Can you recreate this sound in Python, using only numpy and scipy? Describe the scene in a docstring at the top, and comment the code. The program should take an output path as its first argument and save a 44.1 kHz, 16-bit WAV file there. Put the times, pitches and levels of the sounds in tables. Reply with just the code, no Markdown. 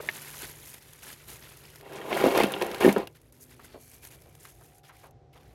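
"""An emptied ice bag crinkles close to the microphone, outdoors over a hard plastic cooler,
its creases buckling in tiny clicks; one last cube drops in. A carton is lifted and its drink cans
slide out, rubbing the cardboard, knocking onto the ice and ringing the tub. Bag and carton are
carried off over gravel with a few scuffs, while faint machines hum and whine far away."""
import sys
import numpy as np
from scipy import signal
from scipy.fft import rfft, irfft
from scipy.io import wavfile

SR = 44100
rng = np.random.default_rng(int(sys.argv[2]) if len(sys.argv) > 2 else 0)


def store_pcm(level_fs):
    """Save levels as 16-bit WAV."""
    pcm = np.round(np.clip(level_fs, -1, 1) * 32767).astype(np.int16)
    wavfile.write(sys.argv[1], SR, np.atleast_2d(pcm).T)


N = 244314
TIME = np.arange(N) / SR
TOP_HZ = 15950

# bright fizz of thin film and ice chips: (frequency [Hz], relative level [dB])
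FIZZ_SPECTRUM = [(1500, -41), (4000, -11), (6500, 2.5), (8000, 0), (10000, 4), (12500, 6), (14000, -5),
                 (16000, -5)]
# rustle of the bag's larger folds: (frequency [Hz], relative level [dB])
FOLD_SPECTRUM = [(100, -1), (380, 1.5), (600, -2.5), (950, -0.5), (1200, -4), (1900, -1), (3200, -3),
                 (5000, -6.5), (9000, -30)]
# grips on the bag: (start [s], length [s], fizz [dB], rustle [dB])
BAG_GRIPS = [(0, 0.18, -52.5, -51), (.135, 0.37, -48, -50), (.41, 0.04, -46.5, -46), (.49, .29, -54, -57),
             (.65, 0.064, -50, -61), (.8, 1, -59.5, -60), (1.02, 0.11, -51.5, -51),
             (1.275, 0.084, -49.5, -52), (1.41, 0.12, -60.5, -56), (1.63, 0.044, -62, -58),
             (3.08, 0.22, -73, -74.5), (3.145, 0.022, -63.5, -61.5), (3.32, 1.47, -67, -69.5),
             (3.402, 0.029, -53, -89), (3.49, .05, -63.5, -61), (3.6, 0.15, -71, -62),
             (3.635, 0.013, -54.5, -57.5), (3.795, 0.12, -59, -73), (3.91, 0.053, -57.5, -62),
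             (4.02, .055, -53, -57.5), (4.1, 0.05, -56.5, -58.5), (4.39, 0.12, -58.5, -63.5),
             (4.63, 0.033, -62.5, -81), (4.83, 0.062, -64, -61), (4.92, .15, -66.5, -64.5),
             (5.325, 0.053, -70, -63.5), (5.39, 0.18, -72.5, -69)]
# the loudest snaps of film and ice: (time [s], level [dB], lower crack relative to that [dB])
LOUD_SNAPS = [(0.7427, -39, -1), (0.9335, -44.5, -24), (1.0306, -46, -11), (1.5708, -46, -5),
              (1.7578, -43, -3), (1.8104, -49, 3), (1.932, -49, 2), (2.376, -27, 6.5), (2.4012, -30, 2.5),
              (2.435, -28, 6), (2.5206, -33, -4), (2.622, -31, 8), (2.6648, -36.5, -1.5),
              (2.7143, -41.5, 10), (2.7457, -39.5, 11), (2.9265, -29, -8), (2.9817, -37.5, -11),
              (3.0724, -42, 5), (3.2158, -54.5, -7.5), (3.324, -51, -10), (4.0505, -41, -4.5),
              (4.2197, -50.5, -6), (4.352, -49, -6), (4.4525, -46.5, 1.5), (4.783, -52, -13),
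              (4.9676, -55, -6), (5.1088, -58.5, -10)]
# cans and carton landing: (time [s], level [dB], pitch [Hz])
LANDINGS = [(2.2405, -1, 503), (2.246, -13.5, 240), (2.2617, -0.5, 554), (2.269, -9, 280),
            (2.374, -7.5, 460), (2.387, -5, 657), (2.4045, -3.5, 810), (2.427, -14.5, 278),
            (2.44, -11, 210), (2.847, 0, 377), (2.8549, -5, 390), (2.8628, -0.5, 316), (2.8782, -1.5, 388),
            (2.888, -7.5, 210), (2.875, -15.5, 150), (2.972, -17.5, 171), (2.969, -7.5, 426)]
# cubes and cans striking together: (time [s], level [dB], pitch [Hz], t60 [s])
ICE_CLACKS = [(0.0881, -12.5, 1890, 0.0062), (2.128, -19, 2200, 0.0043), (2.4014, -21.5, 2010, 0.026),
              (2.434, -22, 2630, 0.015), (2.5384, -18.5, 2710, 0.003), (2.8471, -20.5, 1800, 0.019),
              (2.8917, -18.5, 1870, 0.0056), (2.9627, -21.5, 1410, 0.01), (3.0721, -39, 2720, 0.013)]
# cans rubbing on cardboard: (frequency [Hz], relative level [dB])
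RUB_SPECTRUM = [(300, -6.5), (900, -2.5), (1300, -1.5), (2000, -0.5), (2800, -2), (3800, -8), (5000, -13.5),
                (9000, -28.5)]
# the carton's drumming panels: (frequency [Hz], relative level [dB])
PANEL_SPECTRUM = [(60, -62.5), (130, -18.5), (220, -3.5), (400, -0.5), (520, -1), (680, -3.5), (850, -4.5),
                  (1200, -14), (2500, -53)]
# steady drag of the carton lifted off the cans: (time [s], level [dB])
CARTON_DRAG = [(1.799, -62.5), (1.95, -50), (2.05, -49.5), (2.19, -34.5), (2.32, -37.5), (2.5, -44),
               (2.78, -45.5), (3.02, -50), (3.112, -80)]
# cans breaking loose: (start [s], length [s], rub [dB], panel drumming [dB], ice crunch [dB])
CAN_TUMBLES = [(2.106, .03, -41.5, -42, -59), (2.232, 0.04, -38, -29.5, -48.5),
               (2.346, .095, -32, -26.5, -44), (2.612, 0.0065, -36, -29, -48),
               (2.803, 0.091, -33, -27, -41), (2.958, 0.041, -45, -28, -66)]
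# resonances of the open tub: (frequency [Hz], gain [dB], t60 [s])
TUB_MODES = [(148.6, -0.5, 1), (198.9, 4.5, 0.17), (271.5, -3.5, 0.26), (394, -0.5, 0.13),
             (638, -10.5, 0.1), (795, -5, 0.082), (955, -15.5, 0.077), (1276, -5, .14)]
# hands, shoes and carton scuffing: (time [s], level [dB], pitch [Hz], t60 [s])
SCUFF_STROKES = [(0, -25, 614, 0.036), (0.027, -40, 417, 0.22), (0.426, -46.5, 280, 0.17),
                 (1.955, -45, 5400, .09), (2.108, -26, 726, 0.2), (3.593, -44, 780, 0.065),
                 (3.743, -40.5, 420, 0.15), (4.256, -54, 540, 0.18), (4.449, -48, 1450, 0.12),
                 (4.609, -49, 805, 0.07), (4.89, -47.5, 1066, 0.16), (5.034, -45.5, 640, 0.18),
                 (5.35, -53, 794, 0.23)]
# thin tones as the carton is carried off: (start [s], length [s], pitch [Hz], level [dB])
FAINT_TONES = [(3.105, 1, 251.6, -61), (3.548, 0.41, 4440, -70), (3.55, 0.95, 2345, -69)]
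# a far machine humming: (time [s], level [dB])
MACHINE_HUM = [(0, -53), (1.0, -63.5), (2.0, -54), (3.2, -67.5), (4.2, -63), (5.54, -65)]
# a far motor gathering speed: (time [s], pitch [Hz], level [dB])
MOTOR_WHINE = [(3.602, 698, -78), (4.398, 705, -71.5), (4.9, 731, -65), (5.2, 717.5, -67),
               (5.54, 722, -68.5)]
# the low noise of the open air: (frequency [Hz], relative level [dB])
AIR_SPECTRUM = [(20, -26.5), (35, -13), (55, 5), (85, 1.5), (125, 3.5), (180, -10), (260, -11.5), (380, -5),
                (550, -11), (800, -19), (1100, -25), (3000, -34.5), (6000, -38), (15000, -65)]


def bag(strays_per_s=7):
    """Close up, creases buckle: small ones fizz, a few crackle or snap, larger folds rustle."""
    fizz_gain, folds_gain = np.sqrt(burst_power(BAG_GRIPS, attack_s=0.0095, release_t60=0.097))
    creases = grains(per_s=16000, spread_db=1.5, clump_db=3, clump_hz=147)
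    crackle = amp(-5) * pings(per_s=420, low_hz=1202, high_hz=14600, cycles=35, spread_db=2.5)
    folds = grains(per_s=6600, spread_db=4, clump_db=2, clump_hz=95.3)
    stray_times = TIME[rng.random(N) < strays_per_s / SR]
    strays = snaps([(start, 9, -11) for start in stray_times])  # 9 dB over the fizz
    fizz = colour((creases + crackle) * fizz_gain, FIZZ_SPECTRUM) + strays * fizz_gain
    rustle = colour((folds + crackle * amp(-3)) * folds_gain, FOLD_SPECTRUM)
    return fizz + rustle


def snaps(rows, t60=0.022):
    """A crease or a cube gives way in a short bright spray with a lower crack."""
    top_gain, crack_gain, t = np.zeros(N), np.zeros(N), TIME[:SR // 20]
    for start, db, crack_db in rows:
        add(top_gain, start, amp(db) * decay(t, t60))
        add(crack_gain, start, amp(db + crack_db) * decay(t, t60))
    spray = rng.standard_normal(N)
    return colour(spray * top_gain, FIZZ_SPECTRUM) + colour(spray * crack_gain, FOLD_SPECTRUM)


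def can_knocks(rise_s=0.00053, ring_cycles=6.4):
    """A full can lands with a heavily damped thud; so small a body radiates little bass."""
    thuds, t = np.zeros(N), TIME[:SR // 8]
    for start, db, hz in LANDINGS:
        envelope = (1 - np.exp(-t / rise_s)) * decay(t, ring_cycles / hz)
        add(thuds, start, amp(db) * envelope * np.sin(2 * np.pi * hz * t))
    return tub_echoes(low_cut(thuds, hz=190), wet_db=-12, t60=0.04)


def ice_clacks(rise_s=0.00077, chirp_s=0.0005):
    """A hard contact cracks, swells for a millisecond and rings briefly, starting sharp in pitch."""
    clacks, t = np.zeros(N), TIME[:SR // 16]
    for start, db, hz, t60 in ICE_CLACKS:
        tone = sine(hz * (1 + 0.5 * np.exp(-t / chirp_s)))
        envelope = (1 - np.exp(-(t / rise_s) ** 2)) * decay(t, t60)
        crack = amp(-17) * colour(rng.choice([-1, 1], len(t)) * decay(t, t60=0.03), RUB_SPECTRUM)
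        add(clacks, start, amp(db) * (envelope / envelope.max() * tone + crack))
    return tub_echoes(clacks, wet_db=-3, t60=0.032)


def can_slide():
    """Cans stick and slip along the cardboard, drum on its panels and grind into clattering ice."""
    drag = fader(*np.transpose(CARTON_DRAG)) * amp([0, 6, -8])[:, None]  # rub, drum, crunch
    tumble_power = burst_power(CAN_TUMBLES, attack_s=0.0033, release_t60=0.17)
    rub_gain, drum_gain, crunch_gain = np.sqrt(drag ** 2 + tumble_power)
    slips = grains(per_s=5000, spread_db=4, clump_db=0.5, clump_hz=118)
    clatter = amp(-11) * pings(per_s=500, low_hz=726, high_hz=5850, cycles=34, spread_db=7.5)
    bumps = grains(per_s=2000, spread_db=3.5, clump_db=2.5, clump_hz=65.6)
    chips = grains(per_s=7100, spread_db=4.5, clump_db=3, clump_hz=145)
    rub = colour((slips + clatter) * rub_gain, RUB_SPECTRUM)
    drum = colour(bumps * drum_gain, PANEL_SPECTRUM)
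    crunch = colour(chips * crunch_gain, FIZZ_SPECTRUM)
    return tub_echoes(rub + drum + crunch, wet_db=-8, t60=0.035)


def tub_echoes(x, wet_db, t60, count=90, dull_hz=3500):
    """Quick echoes between the walls and the lid; the ice scatters their treble away."""
    delays_s = 0.0015 + (np.arange(count) + rng.random(count)) / 2000
    taps = np.zeros(SR // 16)
    taps[(delays_s * SR).astype(int)] = rng.choice([-1, 1], count) * decay(delays_s, t60)
    dulled = signal.lfilter(*signal.butter(2, dull_hz, fs=SR), taps / np.linalg.norm(taps))
    return x + amp(wet_db) * signal.oaconvolve(x, dulled)[:N]


def tub_ring(x):
    """The tub and the air in it ring on after every blow."""
    ring, t = 0, TIME[:SR // 2]
    for hz, db, t60 in TUB_MODES:
        envelope = decay(t, t60)
        ring += amp(db) * 2 * np.cos(2 * np.pi * hz * t) * envelope / envelope.sum()
    return x + signal.oaconvolve(x, ring)[:N]


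def scuffs(rise_s=0.0025):
    """Hands, shoes and carton make short gritty rubs, each around one broad resonance."""
    out, t = np.zeros(N), TIME[:SR // 3]
    grit = grains(per_s=4000, spread_db=2.5, clump_db=1.5, clump_hz=100)
    for start, db, hz, t60 in SCUFF_STROKES:
        band = signal.iirpeak(hz, Q=0.9, fs=SR)
        stroke = np.roll(grit, -round(start * SR))[:len(t)]
        rub = unit_rms(signal.lfilter(*band, signal.lfilter(*band, stroke)))
        add(out, start, amp(db) * rub * (1 - np.exp(-t / rise_s)) * decay(t, t60))
    return out


def faint_tones():
    """Narrow wavering tones swell and fade in the background."""
    out = np.zeros(N)
    for start, length, hz, db in FAINT_TONES:
        swell = np.sin(np.pi * np.clip((TIME - start) / length, 0, 1))
        out += amp(db) * swell * sine(hz * (1 + 0.028 * drift(88)))
    return out


def far_machines(hum_hz=147, upper_ratio=1.095):
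    """Far from the microphone, one machine hums unsteadily and a motor whines on two tones."""
    hum_gain = fader(*np.transpose(MACHINE_HUM)) * amp(1.5 * drift(8.3))
    hum = hum_gain * sine(hum_hz + 4 * drift(14.7))
    times, hz, db = np.transpose(MOTOR_WHINE)
    whine_hz = np.interp(TIME, times, hz) + 13 * drift(38.2)
    return hum + fader(times, db) * (sine(whine_hz) + sine(upper_ratio * whine_hz))


def open_air():
    """The bed of the place: low outdoor noise, gently rising and falling."""
    return amp(-58.5) * colour(rng.standard_normal(N), AIR_SPECTRUM) * amp(1.9 * drift(2.4))


def grains(per_s, spread_db, clump_db, clump_hz):
    """Tiny clicks of uneven size that come in clumps, at unit RMS."""
    sizes = amp(spread_db * np.minimum(rng.exponential(1, N), 3))
    clicks = rng.choice([-1, 1], N) * sizes * (rng.random(N) < per_s / SR)
    clumping = amp(2 * clump_db * np.tanh(drift(clump_hz) / 2))
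    return unit_rms(clicks * clumping)


def pings(per_s, low_hz, high_hz, cycles, spread_db, candidates=6000):
    """Tiny contacts, each ringing briefly at its own pitch, at unit RMS."""
    out, t = np.zeros(N), TIME[:SR // 40]
    for when, pitch, size, side, chance in rng.random((candidates, 5)):
        if chance < per_s * TIME[-1] / candidates:
            hz = low_hz * (high_hz / low_hz) ** pitch
            ring = np.sin(2 * np.pi * hz * t) * decay(t, cycles / hz) * np.sqrt(hz / low_hz)
            strength = amp(spread_db * min(-np.log(size), 3))
            add(out, when * TIME[-1], np.sign(side - 0.5) * strength * ring)
    return unit_rms(out)


def burst_power(rows, attack_s, release_t60):
    """Bursts rise, hold and die away; gives one power curve per level column."""
    power = 0
    for start, length, *db in rows:
        rise = np.clip((TIME - start) / attack_s, 0, 1)
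        release = decay(np.maximum(TIME - start - length, 0), release_t60)
        power += (amp(db)[:, None] * rise * release) ** 2
    return power


def colour(x, spectrum, size=4096):
    """Pass x through a minimum-phase filter of unit energy with the given spectrum."""
    hz, db = np.transpose(spectrum)
    bin_hz = abs(np.fft.fftfreq(size, 1 / SR)) + 1
    log_gain = np.log(amp(np.interp(np.log(bin_hz), np.log(hz), db)))
    response = np.exp(np.conj(signal.hilbert(log_gain)))
    taps = np.fft.ifft(response).real[:size // 2]
    return signal.oaconvolve(x, taps / np.linalg.norm(taps))[:len(x)]


def drift(hz):
    """A random wander of unit RMS, moving no faster than hz."""
    slow_bins = np.fft.rfftfreq(N, 1 / SR) < hz
    return unit_rms(irfft(rfft(rng.standard_normal(N)) * slow_bins, N))


def fader(times, db):
    """A gain that follows a dB curve and is silent outside it."""
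    return amp(np.interp(TIME, times, db)) * (TIME >= times.min()) * (TIME <= times.max())


def low_cut(x, hz):
    return signal.sosfilt(signal.butter(2, hz, "highpass", fs=SR, output="sos"), x)


def sine(hz_curve):
    return np.sin(2 * np.pi * np.cumsum(hz_curve) / SR)


def decay(t, t60):
    return np.exp(-np.log(1000) * t / t60)


def amp(db):
    return 10 ** (np.asarray(db) / 20)


def unit_rms(x):
    return x / np.sqrt(np.mean(x ** 2) + 1e-20)


def add(mix, start_s, sound):
    part = mix[round(start_s * SR):][:len(sound)]
    part += sound[:len(part)]


def scene():
    """Beside the cooler: what happens inside the tub rings it; the rest sounds in the open air."""
    inside = tub_ring(can_slide() + can_knocks() + ice_clacks())
    handling = bag() + snaps(LOUD_SNAPS) + scuffs()
    background = faint_tones() + open_air() + far_machines()
    return (inside + handling + background)[None]


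def record(dry):
    """One mono microphone, shedding the deep bass and the highest treble."""
    high_cut = signal.firwin(511, TOP_HZ, window=("kaiser", 9), fs=SR)
    return signal.oaconvolve(low_cut(dry, hz=44), high_cut[None], "same")


dry = scene()
out = record(dry)
store_pcm(out)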